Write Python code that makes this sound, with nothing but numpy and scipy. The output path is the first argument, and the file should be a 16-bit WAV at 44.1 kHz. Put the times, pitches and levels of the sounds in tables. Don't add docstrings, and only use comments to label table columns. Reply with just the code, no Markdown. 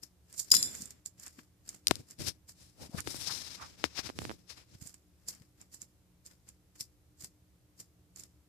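import sys
import numpy as np
from scipy import signal
from scipy.fft import rfft, irfft, next_fast_len
from scipy.io import wavfile

SR = 44100
rng = np.random.default_rng(int(sys.argv[2]) if len(sys.argv) > 2 else 0)


def unload_audio(sound):
    columns = np.transpose(np.atleast_2d(sound))
    steps = np.round(np.clip(columns, -1, 1) * 32767)
    wavfile.write(sys.argv[1], SR, steps.astype(np.int16))


N = 373968
TIME = np.arange(N) / SR

# (snap time [s], scrape level [dB], rise [s], snap level [dB], left minus right [dB])
JERKS = [(0.0345, -46, 0.006, -46.5, 8), (0.327, -58, 0.028, -50.5, -3), (0.34, -55.5, 0.0022, -57, -4),
         (0.398, -30.5, 0.015, -34.5, -10), (0.485, -54, 0.028, -62, 6), (0.751, -44, 0.02, -45.5, -4),
         (0.82, -42.5, 0.034, -42, -4), (0.8565, -65, 0.012, -45.5, -12), (0.907, -52, .011, -51, -3.5),
         (1.06, -41.5, 0.0035, -41.5, -4.5), (1.1982, -58, 0.014, -51.5, -1), (1.235, -46, 0.012, -63, -8),
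         (1.264, -52, 0.0085, -49, 2.5), (1.2795, -64, .008, -51, 2.5), (1.394, -62, 0.037, -73, -2),
         (1.6903, -52.5, 0.018, -39.5, 0.5), (1.748, -57, 0.034, -58, -10), (2.1093, -54, .02, -50, -2.5),
         (2.494, -45.5, 0.0085, -60, -1.5), (4.817, -50.5, 0.0039, -73, -8), (4.8728, -48, 0.036, -49, -8),
         (4.942, -61, 0.0032, -56.5, -2), (5.2857, -35, 0.0062, -40, -1.5), (5.349, -61, 0.073, -60, 2.5),
         (5.42, -80, 0.0047, -67, 8), (5.614, -63, 0.021, -55, -1), (5.744, -46, 0.012, -54, -5.5),
         (5.8178, -50, 0.0092, -44.5, -2.5), (6.2622, -49, 0.0069, -50.5, -5), (6.313, -64.5, .012, -67, 7),
         (6.489, -58, 0.015, -51.5, 2.5), (6.76, -61, 0.007, -70, -7.5), (6.8077, -40.5, 0.011, -37.5, 3),
         (7.212, -46.5, .012, -61, -8.5), (7.2443, -46.5, 0.0099, -43.5, 2.5),
         (7.8035, -46.5, .013, -50.5, 0), (8.1607, -54.5, .002, -51.5, -6), (8.1966, -47, 0.016, -52, -5),
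         (8.2363, -72, 0.014, -50.5, 2)]
# (frequency [Hz], level [dB])
BARK = [(1500, -35.5), (3200, -20), (4300, -2.5), (5800, -0.5), (8000, 0), (10000, -1.5), (12500, -1.5),
        (14500, -3.5)]
# (frequency [Hz], level [dB])
HOLLOW = [(70, -6), (180, 9.5), (400, 2), (900, -6), (1900, -2.5), (3200, -8.5), (6000, -22.5)]
# (frequency [Hz], level [dB])
RUMBLE = [(30, -26.5), (50, -9.5), (78, 11), (160, 2.5), (300, 0), (500, -10.5), (1000, -31.5)]
RUB_DB = -47.5


def undb(db):
    return 10 ** (np.asarray(db) / 20)


def unit(x):
    return x / np.sqrt(np.mean(x ** 2))


def pan(side_db):
    return unit(undb(np.array([[side_db], [-side_db]]) / 2))


def pan_power(side_db):
    left = 2 / (1 + undb(-2 * np.atleast_1d(side_db)))
    return np.array([left, 2 - left])


def add(out, at, sound):
    i = int(at * SR)
    out[:, i:i + sound.shape[-1]] += sound[:, :N - i]


def colour(x, spectrum):
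    hz, db = np.transpose(spectrum)
    size = next_fast_len(x.shape[-1])
    bins = np.maximum(np.fft.rfftfreq(size, 1 / SR), 1)
    gain = undb(np.interp(np.log(bins), np.log(hz), db))
    return unit(irfft(rfft(x, size) * gain, size)[..., :x.shape[-1]])


def band(x, hz, width_hz):
    return signal.lfilter(*signal.iirpeak(min(hz, .45 * SR), hz / min(width_hz, .4 * SR), fs=SR), x)


def stereo_noise(shared, size=N):
    noise = rng.standard_normal((3, size))
    return np.sqrt(shared) * noise[0] + np.sqrt(1 - shared) * noise[1:]


def ringing(hz, width_hz, shared, size=N):
    once = band(stereo_noise(shared, size), hz, .92 * width_hz)
    return unit(band(once, hz, .92 * width_hz))


def friction(slips_per_s, spread_db, hiss):
    slips = rng.random(N) < slips_per_s / SR
    sizes = undb(spread_db * np.minimum(rng.exponential(size=N), 4))
    energy = signal.lfilter([1], [1, -np.exp(-1 / (.0024 * SR))], (slips * sizes) ** 2)
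    return np.sqrt(energy / energy.mean() + hiss ** 2) * stereo_noise(.075)


def stroke(at, rise, fall, roundness=1, size=N):
    press = np.zeros(size)
    near = slice(max(int((at - 9 * rise) * SR), 0), min(int((at + 9 * fall) * SR), size))
    t = TIME[near] - at
    press[near] = np.exp(-np.maximum(-t / rise, t / fall) ** roundness)
    return press


def room(air_db=-68, hum_db=-5, hum_width_hz=14):
    # (frequency [Hz], level [dB])
    air_spectrum = [(20, -26), (45, -4.5), (75, 5.5), (110, -4.5), (200, -11.5), (310, -12), (500, -13.5),
                    (800, -17.5), (1500, -20), (3000, -21), (7500, -21), (14500, -22.5)]
    # (frequency [Hz], level [dB])
    hum_tones = [(75.4, -70.5), (118.4, -69), (177.6, -70.5), (301.5, -73), (360.7, -82.5), (479.1, -91.5)]
    noise = rng.standard_normal((3, N))
    rumble = signal.sosfilt(signal.butter(1, 400, fs=SR, output="sos"), noise[0])
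    air = undb(air_db) * colour(noise[1:] + 2 * rumble, air_spectrum)
    return air + sum(undb(db + hum_db) * ringing(hz, hum_width_hz, shared=.97) for hz, db in hum_tones)


def bumps(width_s=.0038):
    # (time [s], peak level [dB], left minus right [dB], pitch [Hz])
    pushes = [(0.807, -43.5, 0, 196), (0.827, -43, 0, 183), (1.389, -43, 4.5, 260), (2.897, -42.5, 4, 220),
              (2.948, -26.5, 21, 165), (4.197, -37, 0, 131), (4.754, -44, -8, 129),
              (4.823, -37.5, -12, 127), (4.859, -46.5, 7, 128), (5.414, -44.5, 4, 138),
              (6.812, -47, 2, 125), (7.239, -45, 1, 123)]
    out, t = np.zeros((2, N)), TIME[:SR // 10] - .05
    for at, db, side_db, hz in pushes:
        swing = np.sin(2 * np.pi * hz * t) / np.cosh(2 * t / width_s)
        add(out, at + t[0], undb(db) * pan(side_db) * swing)
    return out


def scuffs():
    # (peak time [s], level [dB], rise and fall [s], resonance [Hz], left minus right [dB])
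    cues = [(0.54, -30.5, 0.0034, 1400, 8), (0.5484, -50, 0.0033, 378, 15), (0.75, -54, 0.0093, 1920, 1),
            (1.265, -58.5, 0.022, 1740, 2), (1.392, -46.5, 0.0025, 1660, 13.5),
            (2.83, -54.5, 0.033, 593, 5), (2.951, -48, 0.017, 585, 3), (2.991, -39.5, 0.011, 1530, -22),
            (3.304, -44, 0.014, 1220, 23), (3.627, -46, 0.027, 1080, -24)]
    out = np.zeros((2, N))
    for at, db, length, hz, side_db in cues:
        press = stroke(.5, length, length, roundness=1.4, size=SR)
        cavity = ringing(hz, .9 * hz, shared=.2, size=SR)
        add(out, at - .5, undb(db) * pan(side_db) * press * cavity)
    return out


def taps(hits, click_cycles, thump_db, crack_db, crack_s, thump_hz=265, thump_s=.0022, ordinary_db=-21):
    out, t = np.zeros((2, N)), TIME[:SR // 20]
    grit = undb(crack_db) * np.exp(-t / crack_s) + undb(-35) * np.exp(-t / .0053)
    for at, db, side_db, hz in hits:
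        click_s = click_cycles / hz
        click = np.sin(2 * np.pi * hz * t) * (t / click_s) * np.exp(1 - t / click_s)
        thump_gain = undb(thump_db - .38 * (db - ordinary_db))
        thump = -thump_gain * np.sin(2 * np.pi * thump_hz * t) * np.exp(-t / thump_s)
        crack_hz = 3300 + hz
        burst = rng.standard_normal((2, len(t))) * grit
        crack = band(band(burst, crack_hz, .86 * crack_hz), crack_hz, .86 * crack_hz)
        tap = undb(db) * pan(side_db) * (click + thump + crack)
        far = int(side_db > 0)
        tap[far] = np.roll(tap[far], 16)
        add(out, at, tap)
    return out


def finger_knocks():
    # (time [s], level [dB], left minus right [dB], tone [Hz])
    nail_hits = [(1.8706, -4.5, 6, 4500), (1.8823, -9.5, 27.5, 5300), (1.9556, -24, 16, 4800),
                 (2.1887, -38, 7, 4730), (3.0049, -20, -25, 7250)]
    # (time [s], level [dB], left minus right [dB], tone [Hz])
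    tip_hits = [(1.9106, -0.5, 42, 3430), (1.9132, -7, 35.5, 600), (3.074, -16, 18, 2410),
                (3.0763, -27, 11, 1400), (3.1446, -28.5, 10, 1200), (3.841, -4, 37, 1930),
                (3.9909, -20, 24, 1600), (4.092, -26, -15, 2040), (4.0996, -24, -12, 836),
                (4.189, -15, -16, 2920), (4.2187, -26.5, -15, 840), (4.2522, -20, -15, 1750),
                (4.2953, -22, -16, 1560), (4.3044, -24.5, -3.5, 950), (4.3136, -25, -28, 950)]
    nails = taps(nail_hits, click_cycles=.66, thump_db=-34, crack_db=-4, crack_s=.0011)
    tips = taps(tip_hits, click_cycles=.12, thump_db=-8.5, crack_db=-17, crack_s=.0015)
    return signal.sosfilt(signal.butter(2, 70, "highpass", fs=SR, output="sos"), nails + tips)


def touches():
    # (peak time [s], level [dB], rise [s], fall [s], mids [dB], rumble [dB])
    short_rubs = [(1.906, -53.5, .021, 0.06, -4.5, 7), (2.001, -70, 0.018, 0.016, -2, 24),
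                  (2.205, -47.5, 0.0092, 0.05, -5.5, 10.5), (2.284, -34.5, 0.028, 0.015, -15, -6),
                  (2.621, -62, 0.042, 0.077, -10.5, -4.5), (2.823, -55.5, 0.027, 0.039, -4.5, 7),
                  (2.988, -49.5, 0.037, 0.028, -10, 3.5), (3.795, -57.5, 0.018, 0.17, -5, -0.5),
                  (3.85, -39, 0.007, 0.011, -5, 2), (3.991, -32.5, 0.02, 0.012, -5, -15.5),
                  (4.061, -42.5, 0.021, 0.023, -4, -4.5), (4.241, -55, 0.064, 0.077, -6, 10),
                  (4.503, -43.5, .011, .022, -9, -20), (4.579, -59, 0.017, 0.037, -1.5, -2),
                  (4.75, -63.5, 0.049, 0.021, -6.5, 3.5)]
    # (time [s], level [dB], rumble [dB])
    slide = [(3.04, -73.5, 11), (3.072, -49, 5), (3.12, -45, -6.5), (3.182, -53, -1.5), (3.22, -44, -10),
             (3.26, -47.5, -16), (3.274, -30.5, -21), (3.294, -38, -13), (3.362, -42, -14.5),
             (3.486, -52, -10.5), (3.552, -49, -16), (3.594, -62, 2), (3.616, -53.5, -6.5),
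             (3.76, -69.5, 1.5)]
    for at, db, rise, fall, mid_db, rumble_db in short_rubs:
        yield undb(db) * stroke(at, rise, fall, roundness=1.214), db, mid_db, rumble_db
    when, level_db, rumble_db = np.transpose(slide)
    db = np.interp(TIME, when, level_db) + 1.5
    press = undb(db) * (TIME > when[0]) * (TIME < when[-1])
    mid_db = -11 - .39 * (db - RUB_DB)
    yield press, db, mid_db, np.interp(TIME, when, rumble_db)


def finger_rubs(hiss_db=-6, fizz_db=-1, judder_db=2):
    # (frequency [Hz], level [dB])
    skin_hiss = [(1800, -20.5), (3000, -6), (3900, 4), (4900, -1), (6000, 1), (7500, -7), (10000, -26)]
    # (frequency [Hz], level [dB])
    skin_fizz = [(5500, -22), (7500, -7), (9000, -1.5), (11000, -2), (12500, -12), (14500, -9)]
    # (frequency [Hz], level [dB])
    skin_mids = [(250, -12.5), (600, -1), (1200, -1), (2500, 1.5), (3400, -6.5), (5500, -22)]
    # (time [s], level [dB])
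    fizz_ride = [(2.3, -4), (3.21, -0.5), (3.275, -12), (3.33, -9), (3.6, -12.5), (3.98, -17), (4.2, -3),
                 (4.5, -11)]
    slips = friction(slips_per_s=1700, spread_db=1, hiss=.87)
    grip = np.interp(TIME, np.linspace(0, TIME[-1], 700), rng.standard_normal(700))
    slips *= undb(judder_db * grip)
    hiss, fizz, mids, rumble = 0, 0, 0, 0
    for press, db, mid_db, rumble_db in touches():
        side_db = 14.5 + .57 * (db - RUB_DB)
        hiss = hiss + pan_power(side_db) * press ** 2
        fizz = fizz + pan_power(.7 * side_db) * press ** 2
        mids = mids + pan_power(.69 * side_db) * (press * undb(mid_db)) ** 2
        rumble = rumble + pan_power(.2 * side_db) * (press * undb(rumble_db)) ** 2
    top_db = fizz_db + np.interp(TIME, *np.transpose(fizz_ride))
    layers = [(hiss, skin_hiss, hiss_db), (fizz, skin_fizz, top_db),
              (mids, skin_mids, 0), (rumble, RUMBLE, 0)]
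    return sum(undb(db) * np.sqrt(power) * colour(slips, spectrum) for power, spectrum, db in layers)


def port_resonance(x):
    # (frequency [Hz], width [Hz], lift [dB])
    cavities = [(5160, 760, 11), (7290, 850, 12.5)]
    return np.array([side + (undb(db) - 1) * band(side, hz, width_hz)
                     for side, (hz, width_hz, db) in zip(x, cavities)])


def tank_echo(x, wet_db=-13, t60=.12):
    t = TIME[:SR // 4]
    echo = rng.standard_normal((2, len(t))) * undb(-60 * t / t60) * (t > .002)
    echo /= np.sqrt(np.sum(echo ** 2, axis=1, keepdims=True))
    return x + undb(wet_db) * signal.fftconvolve(x, echo, axes=1)[:, :N]


def glass_thrash(ring_db=-12.3, clank_db=-6, contact_db=-10, wash_db=-24, wash_s=.065,
                 thud_db=-25, rattle_db=-33, boom_db=-36):
    # (time [s], level [dB], contact length [s], left minus right [dB])
    blows = [(.503, -41, .002, 8), (.5132, -29, .001, 0), (.5163, -12.5, .002, 6), (.5395, -23, .003, 11),
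             (.5478, -18.5, .003, 10), (.5655, -25, .003, 6), (.6273, -17.5, .0008, 5)]
    # (frequency [Hz], width [Hz], level [dB], t60 [s])
    ring_bands = [(3520, 150, -19, 0.61), (4064, 33, -12.5, 0.26), (5050, 83, -3.5, 0.17),
                  (5684, 400, -14.5, 0.22), (7060, 67, -2.5, 0.12), (7240, 210, -8.5, 0.5),
                  (7990, 340, -14.5, 0.39), (9320, 210, -3, 0.27), (11470, 390, -6.5, 0.29),
                  (13500, 690, -11, 0.091)]

    def decay(fall):
        energy = 0
        for at, db, length, side_db in blows:
            swell = undb(db) * pan(side_db / 2) * stroke(at + length, length / 2, fall, size=SR)
            energy = energy + length / .0071 * swell ** 2
        return np.sqrt(energy)

    contact = sum(undb(db) * pan(side_db) * stroke(at + length / 2, length / 3, 1.2 * length, size=SR)
                  for at, db, length, side_db in blows)
    noise = stereo_noise(.03, SR)
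    hollow = colour(noise, HOLLOW)
    impact = colour(noise, BARK) + undb(thud_db) * hollow
    out = (undb(contact_db) * contact + undb(wash_db) * decay(wash_s)) * impact
    out += undb(rattle_db) * decay(2.4 * wash_s) * hollow
    out += undb(boom_db) * decay(2 * wash_s) * colour(noise, RUMBLE)
    for hz, width_hz, db, t60 in ring_bands:
        ring = undb(ring_db) * decay(t60 / np.log(1000)) * ringing(hz, width_hz, shared=.091, size=SR)
        clank = undb(clank_db) * contact * unit(band(noise, hz, 3 * width_hz))
        out += undb(db) * (ring + clank)
    return np.pad(out, ((0, 0), (0, N - SR)))


def dry_ticks(gain_db=1.5, snap_s=.0018, rattle_s=.008, rattle_db=-16, ring_db=7):
    out, t = np.zeros((2, N)), TIME[:3000]
    snap = np.exp(-t / snap_s)
    rattle = undb(rattle_db) * np.exp(-t / rattle_s)
    for at, _, _, db, side_db in JERKS:
        ring_hz = 7397 * 2 ** (.053 * rng.standard_normal())
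        if side_db > 2.5:
            ring_hz = 5200
        noise = stereo_noise(.28, len(t))
        crack = band(noise * (snap + rattle), 8000, width_hz=7900)
        ring = undb(ring_db) * band(noise * snap, ring_hz, width_hz=1100)
        tick = band(crack + ring, 8200, width_hz=7400)
        attack_rms = np.sqrt(np.mean(tick[:, :80] ** 2))
        add(out, at, undb(db + gain_db) * pan(side_db) * tick / attack_rms)
    return out


def bark_scrapes(crisp_db=-6, hollow_db=-61, ordinary_db=-51.5, settle_db=-8, settle_s=.06):
    slips = friction(slips_per_s=900, spread_db=4.5, hiss=.55)
    crisp, body = 0, 0
    for at, db, rise, _, side_db in JERKS:
        press = stroke(at, rise, fall=.012 + .45 * rise, roundness=1.095)
        hollow = undb(hollow_db + .2 * (db - ordinary_db))
        settle = hollow * undb(settle_db) * stroke(at, rise, settle_s)
        crisp = crisp + pan(1.5 + .76 * side_db) * np.hypot(undb(db) * press, settle)
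        body = body + hollow * press
    return undb(crisp_db) * crisp * colour(slips, BARK) + pan(side_db=7) * body * colour(slips, HOLLOW)


def scene():
    lizard = tank_echo(bark_scrapes() + dry_ticks()) + glass_thrash()
    knocks = finger_knocks()
    return port_resonance(lizard + finger_rubs()) + scuffs() + knocks + bumps() + room()


def record(dry):
    lowpass = signal.ellip(10, .2, 90, 14500, fs=SR, output="sos")
    return signal.sosfilt(lowpass, np.clip(dry, -1, 1))


dry = scene()
out = record(dry)
unload_audio(out)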